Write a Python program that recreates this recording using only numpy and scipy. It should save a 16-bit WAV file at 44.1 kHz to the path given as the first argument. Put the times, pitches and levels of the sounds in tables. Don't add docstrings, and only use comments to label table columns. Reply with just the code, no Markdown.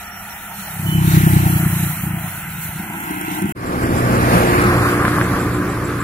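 import sys
import numpy as np
from scipy import signal
from scipy.fft import rfft, irfft, next_fast_len
from scipy.io import wavfile
from scipy.ndimage import uniform_filter1d, map_coordinates

SR = 44100
rng = np.random.default_rng(int(sys.argv[2]) if len(sys.argv) > 2 else 0)


def convert_level_to_amplitude(level_db):
    exponent = np.asarray(level_db, float) / 20
    return 10 ** exponent


def pcm_store(signal):
    levels = np.round(np.clip(np.atleast_2d(signal), -1, 1) * 32767)
    wavfile.write(sys.argv[1], SR, levels.astype(np.int16).T)


N = 265923
TIME = np.arange(N) / SR

CUT = 3.524, 3.549
# strength/dB, lateness/s, valve tick/dB
CYLINDERS = [
    (0, 0, 0),
    (0, 0, -8),
    (-4, .002, -9),
]
# t/s, peak level/dB
TICKS = [(0, -53), (2.7, -45), (2.95, -24.5), (3.2, -19.5), (3.53, -18)]
NEAREST_DB = -19


def unit(x):
    return x / np.sqrt(np.mean(x ** 2) + 1e-20)


def along(points, hz):
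    f, v = np.transpose(points)
    return np.interp(np.log(hz + 1), np.log(f + 1), v)


def curves(rows):
    s, *cols = np.transpose(rows)
    return [np.interp(TIME, s, c) for c in cols]


def wobble(rate):
    coarse = np.arange(0, N + 64, 64) / SR
    knots = rng.standard_normal(int(N * rate / SR) + 5)
    return np.interp(TIME, coarse, map_coordinates(knots, [coarse * rate]))


def filtered(x, response):
    m = next_fast_len(N + 8192)
    return irfft(rfft(x, m) * response(np.fft.rfftfreq(m, 1 / SR)), m)[..., :N]


def delayed(x, samples, order=3):
    return map_coordinates(x, [np.arange(N) - samples], order=order, mode="nearest")


def modes(table):
    def response(f):
        total = 0
        for k, (centre, width, db) in enumerate(table):
            damping = 1j * f * width
            total = total + (-1) ** k * convert_level_to_amplitude(db) * damping / (centre * centre - f * f + damping)
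        return total
    return response


def rush(spectrum, patchy_db=None):
    pair = rng.standard_normal((2, N))
    if patchy_db is not None:
        z = signal.stft(pair, nperseg=512)[2]
        field = uniform_filter1d(rng.standard_normal(z.shape[1:]), size=7, axis=0)
        field = uniform_filter1d(field, size=10, axis=1)
        pair = signal.istft(z * convert_level_to_amplitude(patchy_db * unit(field)), nperseg=512)[1][:, :N]
    return unit(filtered(pair, lambda hz: convert_level_to_amplitude(along(spectrum, hz))))


def scattered(x):
    t = TIME[:SR // 8]
    tail = rng.standard_normal(len(t)) * convert_level_to_amplitude(-60 * t / 0.091)
    return np.array([x, signal.fftconvolve(x, tail / np.linalg.norm(tail))[:N]])


def passing(top_db, closest, coming, going):
    away = (TIME - closest) / np.where(TIME < closest, coming, going)
    return top_db - 10 * np.log10(1 + away ** 2)


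def summed(*levels_db):
    return np.sqrt(sum(convert_level_to_amplitude(db) ** 2 for db in levels_db))


def firings(anchor, column_db, scatter_db):
    # t/s, firing rate/Hz
    lorry_rate = [(0.4, 33.2), (0.7, 32.7), (1.05, 31.9), (1.3, 30.9), (1.6, 29.95), (1.9, 29.4),
                  (2.2, 29.1), (2.9, 28.9), (3.53, 28.75)]
    turns = np.cumsum(curves(lorry_rate)[0]) / SR
    turns -= np.interp(anchor, TIME, turns)
    k = np.arange(np.ceil(turns[0]), turns[-1] - 1).astype(int)
    cylinder = k % len(CYLINDERS)
    luck = rng.standard_normal((len(k), 2))
    late = np.transpose(CYLINDERS)[1][cylinder] + .0003 * luck[:, 0]
    where = np.clip((np.interp(k, turns, TIME) + late) * SR, 0, N - 1).astype(int)
    return np.bincount(where, convert_level_to_amplitude(column_db[cylinder] + scatter_db * luck[:, 1]), N)


def lorry_engine():
    # t/s, level/dB
    tailpipe = [(0, -65), (.5, -50), (.7, -45), (.78, -30), (.88, -19.5), (1.18, -13.5), (1.5, -14.5),
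                (1.78, -21), (1.9, -23), (1.945, -33), (1.99, -26), (2.07, -23), (2.2, -26.5), (2.4, -39.5),
                (2.48, -34), (2.65, -37), (3.1, -43), (3.53, -36.5)]
    # t/s, share
    rough = [(0, .8), (.75, .4), (1, .2), (1.45, .17), (1.75, .32), (2.05, .6), (2.7, 1.1), (3.53, 1.1)]
    # t/s, half length/s, level/dB
    surges = [
        (2.698, 0.0134, 9.5),
        (2.805, 0.026, 10),
        (3.112, 0.014, 5),
        (3.325, 0.0225, 5),
        (3.445, 0.025, 15),
        (3.497, 0.0093, 5),
    ]
    # f/Hz, width/Hz, level/dB
    thump = [
        (62, 30, -11),
        (108, 50, 0),
        (33, 18, -14),
    ]
    boom = [
        (158, 38, 0),
    ]
    body = [
        (192, 45, 0),
    ]
    bark = [
        (315, 80, 0),
    ]
    # over tailpipe/dB, steepness, near engine side/dB, near steepness, share of surge
    pipe_parts = [
        (-2, 1.14, -53, 0.145, .8),
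        (.5, 0.99, -61.5, 0.15, 0.34),
        (-9, .85, -34.5, 0.43, 0.919),
        (-9.5, 1.57, -32, 0.823, .7),
    ]
    arrival = [
        -.003,
        .003,
        .005,
        0.0089,
    ]
    loudest_db, first_firing, first_tick = -15, 1.135, 3.213

    def pipe(table):
        ring = modes(table)
        return lambda hz: ring(hz) * np.abs(ring(hz))

    strength_db, _, tick_db = np.transpose(CYLINDERS)
    exhaust = np.zeros(N)
    tail_db = curves(tailpipe)[0] - loudest_db
    side_db = curves(TICKS)[0] - NEAREST_DB
    surge_db = sum(db * np.exp(-((TIME - s) / half) ** 2) for s, half, db in surges)
    for part, table, late in zip(pipe_parts, [thump, boom, body, bark], arrival):
        over_db, steep, near_db, grows, share = part
        gain = summed(loudest_db + over_db + steep * tail_db, near_db + grows * side_db)
        gain = gain * convert_level_to_amplitude(share * surge_db)
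        puffs = unit(firings(first_firing + late, strength_db, scatter_db=2.0))
        puffs = puffs + curves(rough)[0] * rng.standard_normal(N)
        exhaust -= gain * unit(filtered(puffs, pipe(table)))
    exhaust = filtered(exhaust, lambda hz: 1 / (1 + (hz / 410) ** 14))
    t = TIME[:300]
    click = np.sin(2 * np.pi * 9100 * t) * convert_level_to_amplitude(-60 * t / 0.011)
    click = click * (1 + .9 * rng.standard_normal(len(t)))
    ticks = signal.fftconvolve(firings(first_tick, tick_db, scatter_db=2.5), click)[:N]
    return scattered(exhaust) + convert_level_to_amplitude(curves(TICKS)[0] + 3.5) * ticks * [[1], [-.3]]


def lorry_road():
    # far level/dB, top level/dB, closest/s, coming/s, going/s
    layers = [
        (-46, -31.5, 1.267, 0.173, 0.24),
        (-38, -28, 1.175, 0.096, 0.4),
        (-51, -37, 1.16, 0.24, 0.51),
        (-55, -26.5, 1.324, 0.28, 0.59),
    ]
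    engine_side_db = [
        -34.5,
        -33.5,
        -52,
        -39,
    ]
    valve_puff_db = [
        -60,
        -50,
        -38,
        -26,
    ]
    # t/s, delay/ms, share
    ground = [(0, 1.88, 0.96), (1, 1.822, 0.17), (1.4, 1.87, 0.184), (2, 1.79, 0.25), (2.8, 1.69, 0.67),
              (3.53, 1.702, 0.87)]
    # f/Hz, level per Hz/dB
    casing_colour = [(430, -37.5), (560, -9.5), (680, -2), (950, -1.5), (1100, -3.5), (1300, -29.5)]
    tread_colour = [(950, -48), (1150, -8.5), (1350, -2.5), (2000, -4.5), (2900, -9.5), (3400, -16.5),
                    (3700, -29), (4200, -51)]
    whirr_colour = [(2240, -28), (3800, 9), (4380, 1.5), (5040, -1.5), (5540, 1.5), (6460, 1), (8200, -3),
                    (10700, -51), (18000, -120)]
    air_colour = [(4350, -29.5), (7400, -5), (8610, -5), (9770, -0.5), (13100, 2.5), (14900, -3),
                  (15600, 4.5), (16000, -42)]
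    traffic_colour = [(12, -38), (28, -3.5), (64, 3.5), (203, -6), (340, -20), (392, -9.5), (471, -14.5),
                      (600, -17), (780, -17), (1320, -120)]
    puff_s, puff_rise_s, puff_fall_s = 2.64, .04, .1

    side_db = 0.63 * (curves(TICKS)[0] - NEAREST_DB)
    puff_db = -np.abs(TIME - puff_s) * 9 / np.where(TIME < puff_s, puff_rise_s, puff_fall_s)
    gains = []
    for (far_db, *pass_by), near_db, top_db in zip(layers, engine_side_db, valve_puff_db):
        gains.append(summed(far_db, passing(*pass_by), near_db + side_db, top_db + puff_db))
    casing, tread, fan, leak = gains
    delay_ms, share = curves(ground)
    gust = wobble(8.949)
    tyres = casing * rush(casing_colour, patchy_db=2.5) + tread * rush(tread_colour, patchy_db=1.0)
    echo = [delayed(uniform_filter1d(x, size=13), delay_ms * SR / 1000, order=1) for x in tyres]
    tyres = tyres - share * np.array(echo)
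    whirr = fan * convert_level_to_amplitude(4.2 * gust) * rush(whirr_colour)
    flutter_db = 0.5 * wobble(5) + 0.9 * gust + 1.1 * wobble(18)
    air = leak * convert_level_to_amplitude(flutter_db) * rush(air_colour, patchy_db=1.5)
    return convert_level_to_amplitude(0.48 * gust) * tyres + whirr + air + convert_level_to_amplitude(-46.0) * rush(traffic_colour)


def brakes():
    # start/s, end/s, f/Hz, level/dB
    squeals = [
        (.86, 1.03, 3018, -38),
        (.88, 1.0, 3440, -55),
        (1.0, 1.18, 3018, -51),
        (.06, .27, 5620, -52),
        (.29, .36, 5620, -51),
    ]
    out = np.zeros(N)
    for start, end, hz, db in squeals:
        rise = np.clip((TIME - start) / 0.0071, 0, 1)
        fall = np.clip((end - TIME) / (0.51 * (end - start)), 0, 1)
        tone = np.sin(2 * np.pi * hz * TIME + 0.4 * wobble(41))
        out += convert_level_to_amplitude(db + 9 + 1.2 * wobble(29)) * rise * fall * tone
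    return out * [[1], [-.7]]


def far_drone():
    swell_db = 3 * passing(0, closest=.6, coming=.07, going=.035)
    gain = summed(-32 + swell_db, -50) * (TIME < .75)
    hum = gain * convert_level_to_amplitude(2 * wobble(25)) * np.sin(2 * np.pi * 198 * TIME + .6 * wobble(30))
    return hum * [[1], [0]]


def car_engine():
    # t/s, firing rate/Hz
    car_rate = [(3.56, 64.2), (3.7, 60.5), (4.07, 61.1), (4.35, 59.4), (4.7, 59.3), (5.05, 59.2), (5.4, 60),
                (6.03, 58.56)]
    strong_orders = [2, 4, 5, 6]
    # top level/dB, loudest/s, coming/s, going/s
    order_passes = [
        (-22, 4.23, .25, 0.837),
        (-20, 4.13, 0.084, 0.128),
        (-25.5, 4.966, 0.46, 0.63),
        (-22, 4.56, .3, 0.32),
    ]
    # multiple of the firing rate, level against order 2/dB
    weak_orders = [(1, -8.5), (1.5, -5.5), (3, -1.5), (3.5, -8.5), (7, -10.5), (8, -12.5)]
    rate, = curves(car_rate)
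    strong_db = [passing(*pass_by) for pass_by in order_passes]
    turn = 2 * np.pi * np.cumsum(rate) / SR
    out = np.zeros(N)
    for k, db in zip(strong_orders, strong_db):
        out += convert_level_to_amplitude(db + 2 + 1.8 * wobble(10)) * np.cos(k * turn + .4 * wobble(9))
    for k, db in weak_orders:
        out += convert_level_to_amplitude(strong_db[0] + db + 1.5 * wobble(6)) * np.cos(k * turn + 0.984 * wobble(6))
    return scattered(out)


def car_road():
    # top level/dB, loudest/s, coming/s, going/s
    passes = [
        (-19.5, 4.07, 0.39, 0.94),
        (-20.5, 4.32, 0.234, 0.27),
        (-19.5, 4.625, 0.42, 0.46),
        (-28, 4.437, 0.31, 0.49),
        (-29.5, 4.48, 0.16, .12),
    ]
    swells_db = [
        .8,
        .8,
        .5,
        .6,
    ]
    # f/Hz, level per Hz/dB
    rumble = [(8.8, -50), (15, -16.5), (112, -0.5), (183, -1), (226, -5), (296, -0.5), (401, -7),
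              (560, -17), (730, -39), (1230, -120)]
    boom = [(380, -26), (460, -1), (700, -3), (950, -6), (1150, -41)]
    roar = [(530, -56), (900, -17), (1020, 0), (1210, 2), (1320, -1.5), (1610, -2.5), (2600, -18),
            (3380, -63), (5720, -120)]
    hiss = [(1240, -49.5), (2100, -5), (2600, -11), (3740, -13), (4210, -13), (4630, -14), (7320, -17),
            (8250, -17.5), (9370, -14), (10700, -12.5), (14800, -18), (16000, -23)]
    wash = [(1300, -29.5), (1700, 2.5), (2700, -0.5), (3400, -15.5), (3900, -40)]
    # t/s, peak level/dB, f/Hz
    joints = [
        (5.0519, -4, 1570),
        (5.0809, -4, 1310),
        (5.1851, -10, 1130),
        (5.2131, -5.5, 1580),
    ]
    gust = wobble(18)
    out = np.zeros((2, N))
    for pass_by, swell_db, colour in zip(passes, [*swells_db, .6], [rumble, boom, roar, hiss, wash]):
        level_db = passing(*pass_by) + swell_db * wobble(8) + 0.5 * gust + 0.4 * wobble(30)
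        out += convert_level_to_amplitude(level_db) * rush(colour, patchy_db=1.0)
    slaps, t = np.zeros(N), TIME[:600]
    for s, db, hz in joints:
        slaps[round(s * SR):][:len(t)] += convert_level_to_amplitude(db + 4 - 60 * t / .006) * np.sin(2 * np.pi * hz * t)
    return out + scattered(slaps)


def cricket():
    # t/s, peak level/dB
    chirps = [(3.6551, -45), (3.8202, -43.5), (3.963, -41.5), (4.1391, -47), (4.3098, -50), (4.4573, -43),
              (4.6044, -42.5), (4.7536, -43.5), (4.9087, -50), (5.0695, -48), (5.2244, -40), (5.3848, -39),
              (5.5343, -41), (5.6848, -42.5), (5.839, -42), (5.9958, -43)]
    out, t = np.zeros(N + SR), TIME[:SR // 40]
    strokes = np.maximum(np.sin(2 * np.pi * 260 * t), 0) ** 0.5
    strokes = strokes * np.sqrt(t / t[-1]) * (t < .021)
    for s, db in chirps:
        tone = np.sin(2 * np.pi * rng.normal(7624, 64) * t)
        out[round(s * SR):][:len(t)] += convert_level_to_amplitude(db + 14.5) * strokes * tone
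    out = out[:N] + 0.545 * np.roll(out[:N], 1000)
    return np.array([out, -.4 * out])


def two_ports(pair):
    # t/s, lead/samples
    left_lead = [(0, 3), (.8, 3), (1, 16), (1.45, 16), (1.65, 4), (2.85, 2), (3.1, 17), (4.55, 18),
                 (4.7, 8), (5.1, 4), (6.03, 1)]
    # f/Hz, likeness
    alike = [(60, .997), (200, .99), (500, .92), (1000, .8), (1800, .58), (3000, .36), (5000, .22),
             (15000, .15)]
    # f/Hz, level/dB
    tilt = [(60, 0), (130, -.5), (300, -.3), (700, 0), (1400, 0), (2800, -1.5), (5500, -2.5), (9000, -5.5),
            (14000, 1)]

    def shares(hz):
        angle = np.arccos(np.clip(along(alike, hz), 0, 1)) / 2
        return np.array([np.cos(angle), np.sin(angle)])

    direct, spread = filtered(pair, shares)
    lead = curves(left_lead)[0] / 2
    ports = np.array([delayed(direct + spread, -lead), delayed(direct - spread, lead)])
    return filtered(convert_level_to_amplitude(1.0) * ports, lambda hz: convert_level_to_amplitude(along(tilt, hz) * [[.5], [-.5]]))


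def scene():
    before = np.clip((CUT[0] - TIME) / .002, 0, 1)
    after = np.clip((TIME - CUT[1]) / .02, 0, 1)
    after = after * convert_level_to_amplitude(-11 * np.exp(-np.abs(TIME - CUT[1]) / 0.11))
    lorry = lorry_engine() + lorry_road() + brakes() + far_drone()
    car = car_engine() + car_road() + cricket()
    return two_ports(before * lorry + after * car)


def treble_gaps(x):
    # f/Hz, share of time with the lorry, share of time with the car
    gaps = [(2700, 0, 0), (3200, 0, .15), (3500, .45, .2), (3750, .7, .25), (4200, .2, .14),
            (4600, .75, .12), (5150, .95, .12), (5450, .05, .22), (5800, .05, .3), (6500, .25, .3),
            (7400, .1, .06), (8400, .18, .3), (10000, .05, .03), (13500, .1, .2), (15200, .06, .35),
            (15800, .6, .9)]
    hz, t, z = signal.stft(x, SR, nperseg=1024)
    luck = uniform_filter1d(rng.standard_normal((103, len(t))), size=5, axis=1)
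    rank = (luck.ravel().argsort().argsort() / luck.size).reshape(luck.shape)
    rank = rank.repeat(5, axis=0)[:len(hz)]
    f, first, second = np.transpose(gaps)
    share = np.where(t < CUT[1], np.interp(hz, f, first)[:, None], np.interp(hz, f, second)[:, None])
    share = share * (1 - .4 * np.exp(-((t - 1.2) / .25) ** 2))
    heard = (rank >= share) * (hz < 15850)[:, None]
    return signal.istft(z * heard, SR, nperseg=1024)[1][:, :N]


def low_pass(x):
    return signal.sosfilt(signal.butter(12, 16740, fs=SR, output="sos"), x)


def record(dry):
    top = dry / (1 + np.abs(dry) ** 8) ** (1 / 8)
    mix = treble_gaps(top) * ((TIME < CUT[0]) | (TIME > CUT[1]))
    return low_pass(mix)


dry = scene()
out = record(dry)
pcm_store(out)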